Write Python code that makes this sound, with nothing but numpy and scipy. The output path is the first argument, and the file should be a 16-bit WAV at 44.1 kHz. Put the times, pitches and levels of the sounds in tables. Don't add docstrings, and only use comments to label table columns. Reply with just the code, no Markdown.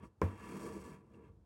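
import sys
import numpy as np
from scipy import signal
from scipy.fft import rfft, irfft
from scipy.io import wavfile

SR = 44100
rng = np.random.default_rng(int(sys.argv[2]) if len(sys.argv) > 2 else 0)


def digitize_waveform(pressure):
    field = np.atleast_2d(pressure).T
    bounded = np.clip(field, -1, 1)
    quanta = np.round(bounded * 32767).astype(np.int16)
    wavfile.write(sys.argv[1], SR, quanta)


N = 63945
T = np.arange(N) / SR

# (time [s], force level [dB], hiss level [dB])
FRICTION = [(0, -59.5, -86), (.018, -60.5, -95), (.034, -48, -74.5), (.06, -59, -76.5), (.1, -76.5, -100),
            (.185, -85, -100), (.21, -67.5, -93), (.24, -43.5, -68.5), (.33, -55.5, -77.5),
            (.39, -53.5, -71.5), (.5, -46, -64), (.66, -42.5, -62), (.72, -44, -67), (.77, -44.5, -66.5),
            (.81, -50.5, -67.5), (.86, -50, -68), (.94, -53, -73.5), (1.02, -61.5, -93), (1.1, -61.5, -94),
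            (1.145, -54.5, -83), (1.19, -56.5, -93.5), (1.28, -59, -89.5), (1.33, -68, -100),
            (1.45, -80.5, -105)]
# (time [s], spectral slope [dB/octave])
SHARPNESS = [(0, 1.5), (.2, -1), (.4, 4), (.52, 0.5), (.67, -0.5), (.75, -2), (.81, -0.4), (.95, 0.7),
             (1.05, -3.5), (1.19, -3.5), (1.27, 0), (1.35, -6)]
SLOPE_PIVOT_HZ = 410

def rasp():
    force_db, hiss_db = in_time(FRICTION)
    slope_db, = in_time(SHARPNESS)
    grain = slips()
    hiss = fibre_hiss(grain * from_db(hiss_db))
    return hiss + cloth_resonance(grain, force_db, slope_db) + weave_resonance(force_db, slope_db)


def slips(slips_per_s=5000, spread_db=3, snag_db=1.36, snag_hz=54):
    sizes = from_db(spread_db * np.minimum(rng.exponential(1, N), 4)) * rng.choice([-1, 1], N)
    released = rng.random(N) < slips_per_s / SR
    snags = from_db(snag_db * drift(snag_hz))
    return rms_one(sizes * released * snags)


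# (frequency [Hz], T60 [s], rubbed gain [dB], popped level [dB])
CLOTH_MODES = [(144, 0.17, -13, -34), (198, 0.18, -8, -29), (248.6, 0.15, -14, -34),
               (293.2, 0.17, -16, -40), (337.8, 0.11, -9.5, -32.5), (420.6, 0.066, -12, -33),
               (457.6, 0.15, -12, -37), (517.2, 0.14, -20.5, -33.5), (621, .08, -23.5, -45.5),
               (962.4, 0.065, -14.5, -31), (1020, 0.051, -18.5, -28.5), (1146, 0.097, -15.5, -37.5),
               (1390, .05, -26.5, -38), (1577, 0.068, -29.5, -42.5), (1721, 0.096, -23, -44.5),
               (1881, 0.087, -32, -49.5), (2136, 0.077, -31.5, -54.5), (2690, 0.044, -29, -67),
               (3263, .06, -34, -64)]
# (time [s], gain [dB])
BASS_DRIVE = [(0, 9), (.12, -6), (.2, -20), (.29, -1), (.37, -1.5), (.52, 5.5), (.62, -3), (.72, -2.5),
              (.78, -6), (.86, 0), (.93, 0), (1.02, -5), (1.15, 0), (1.26, -13.5), (1.36, -0.5)]
# (time [s], gain [dB])
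MIDDLE_DRIVE = [(0, -1.5), (.2, 1), (.4, 1), (.52, -0.5), (.62, -0.5), (.67, 1), (.72, -4), (.77, 5.5),
                (.82, 2), (.87, 0.5), (.93, -2), (1.1, -2), (1.22, 0), (1.36, 1.5)]

def cloth_resonance(grain, force_db, slope_db, bass_below_hz=270, middle_below_hz=560):
    bass_db, = in_time(BASS_DRIVE)
    middle_db, = in_time(MIDDLE_DRIVE)
    out = np.zeros(N)
    for k, (hz, t60, rubbed_db, _) in enumerate(CLOTH_MODES):
        if hz < bass_below_hz:
            tilt_db = bass_db
        elif hz < middle_below_hz:
            tilt_db = middle_db
        else:
            tilt_db = slope_db * np.log2(hz / SLOPE_PIVOT_HZ)
        force = grain * from_db(force_db + rubbed_db + tilt_db)
        mode = ring(T, hz, t60)
        out += (-1) ** k * signal.fftconvolve(force, mode / np.linalg.norm(mode))[:N]
    return out


# (frequency [Hz], relative level [dB])
WEAVE_SPECTRUM = [(100, -3.5), (200, 6), (450, 1.5), (750, -9), (1050, -6.5), (1250, -8), (1850, -17.5),
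                  (2300, -8.5), (2500, -13), (2750, -12.5), (3000, -30), (3260, -18.5), (3700, -29.5),
                  (8000, -47)]

def weave_resonance(force_db, slope_db, gain_db=-9.5):
    weave = colour(slips() * from_db(force_db + gain_db), WEAVE_SPECTRUM)
    low = signal.sosfiltfilt(signal.butter(2, 2 * SLOPE_PIVOT_HZ, fs=SR, output="sos"), weave)
    return low + (weave - low) * from_db(2 * slope_db)


# (frequency [Hz], relative level [dB])
HISS_SPECTRUM = [(1500, -14), (2700, -8), (3700, -5), (4600, -.5), (6600, 0), (9000, 1.5), (10200, -4),
                 (13500, -12), (14600, -11.5), (16000, -6)]

def fibre_hiss(drive, bounce_s=.000885, bounce_db=-10.5, wash_db=-9):
    wash = rms_one(rng.standard_normal(N) * dying(T - 2 * bounce_s, t60=.04))
    response = from_db(wash_db) * wash / np.sqrt(N)
    response[0] += 1
    response[int(bounce_s * SR)] += from_db(bounce_db)
    return signal.fftconvolve(colour(drive, HISS_SPECTRUM), response / np.linalg.norm(response))[:N]


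# (delay [s], frequency [Hz], T60 [s], level [dB])
SNAP_MODES = [(0.00048, 431, 0.036, -20.5), (.0003, 1033, 0.029, -28.5), (0.00031, 2284, 0.015, -37.5),
              (.005, 1650, 0.02, -38)]
# (frequency [Hz], relative level [dB])
CRACK_SPECTRUM = [(500, 8.5), (2500, 5), (3700, -30), (4600, 1), (11000, -6), (16000, -9)]
# (frequency [Hz], relative level [dB])
SCATTER_SPECTRUM = [(60, -1), (180, 1), (450, -4.5), (750, -9.5), (1000, -8), (1500, -20), (2400, -22.5),
                    (3200, -33), (4000, -39), (12000, -44)]
POP_S = .2163

def needle_pop(swell_cycles=2.76, crack_db=-44.5, scatter_db=-36.5, scatter_rise_s=.003):
    age = T - POP_S
    snap = -sum(from_db(db) * ring(age - delay, hz, t60) for delay, hz, t60, db in SNAP_MODES)
    body = -sum(from_db(db) * ring(age, hz, t60) * np.clip(age * hz / swell_cycles, 0, 1)
                for hz, t60, _, db in CLOTH_MODES)
    crack = from_db(crack_db) * noise(CRACK_SPECTRUM) * dying(age, t60=.015)
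    scatter = from_db(scatter_db) * noise(SCATTER_SPECTRUM) * dying(age, t60=.29)
    return snap + body + crack + scatter * np.clip(age / scatter_rise_s, 0, 1)


def cloth_thump(settled_hz=95.1, flat_hz=30, settle_s=.022, swell_s=.031):
    age = np.maximum(T - POP_S, 0)
    hz = settled_hz - flat_hz * np.exp(-age / settle_s)
    phase = 2 * np.pi * np.cumsum(hz * (age > 0)) / SR
    swell = np.sin(np.pi / 2 * np.minimum(age / swell_s, 1)) ** 2
    after_peak = np.maximum(age - swell_s, 0)
    quick_drop = from_db(-32) * dying(after_peak, t60=.11)
    long_ring = from_db(-33) * dying(after_peak, t60=.33)
    return -swell * (quick_drop + long_ring) * np.sin(phase)


def fibre_squeak(peak_s=1.146, half_width_s=.0033, hz=2680, level_db=-65.5, wobble_rad=.7):
    phase = 2 * np.pi * hz * T + wobble_rad * drift(corner_hz=300)
    envelope = np.exp(-((T - peak_s) / half_width_s) ** 2)
    return from_db(level_db) * envelope * np.sin(phase)


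# (time [s], level [dB])
HAND_LEVEL = [(0, -56.5), (.075, -58.5), (.13, -78), (.2, -64.5), (.4, -60), (.6, -62.5), (.8, -60),
              (.9, -63), (1.02, -68), (1.12, -62), (1.24, -65.5), (1.3, -60), (1.37, -61.5), (1.45, -70.5)]
# (frequency [Hz], relative level [dB])
HAND_SPECTRUM = [(20, -28), (42, -12.5), (60, 2), (90, 0), (130, -4.5), (300, -23.5), (1000, -64.5)]

def hand_rumble():
    level_db, = in_time(HAND_LEVEL)
    return from_db(level_db) * noise(HAND_SPECTRUM)


# (frequency [Hz], relative level [dB])
ROOM_SPECTRUM = [(20, -4), (42, -5.5), (70, 6.5), (250, -1.5), (500, -8), (1000, -10), (2000, -27.5),
                 (4000, -30.5), (11000, -37), (14000, -49)]

def room_tone(level_db=-74.5):
    return from_db(level_db) * noise(ROOM_SPECTRUM)


def from_db(db):
    return 10 ** (np.asarray(db) / 20)


def rms_one(x):
    return x / np.sqrt(np.mean(x ** 2) + 1e-20)


def in_time(rows):
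    times, *columns = np.transpose(rows)
    return [np.interp(T, times, column) for column in columns]


def colour(x, spectrum):
    hz, db = np.transpose(spectrum)
    bin_hz = np.maximum(np.arange(N + 1) * SR / (2 * N), 1)
    gain = rms_one(from_db(np.interp(np.log(bin_hz), np.log(hz), db)))
    return irfft(rfft(x, 2 * N) * gain)[:N]


def noise(spectrum):
    return colour(rng.standard_normal(N), spectrum)


def drift(corner_hz):
    pole = np.exp(-2 * np.pi * corner_hz / SR)
    return rms_one(signal.lfilter([1], [1, -2 * pole, pole * pole], rng.standard_normal(2 * N))[N:])


def dying(age, t60):
    return (age >= 0) * np.exp(-np.log(1000) * np.maximum(age, 0) / t60)


def ring(age, hz, t60):
    return np.sin(2 * np.pi * hz * age) * dying(age, t60)


def scene():
    return (rasp() + needle_pop() + cloth_thump() + fibre_squeak() + hand_rumble() + room_tone())[None]


def record(dry, low_cut_hz=43, high_cut_hz=15800):
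    dry = signal.sosfilt(signal.butter(4, low_cut_hz, "high", fs=SR, output="sos"), dry)
    return signal.sosfilt(signal.ellip(10, .2, 70, high_cut_hz, fs=SR, output="sos"), dry)


dry = scene()
out = record(dry)
digitize_waveform(out)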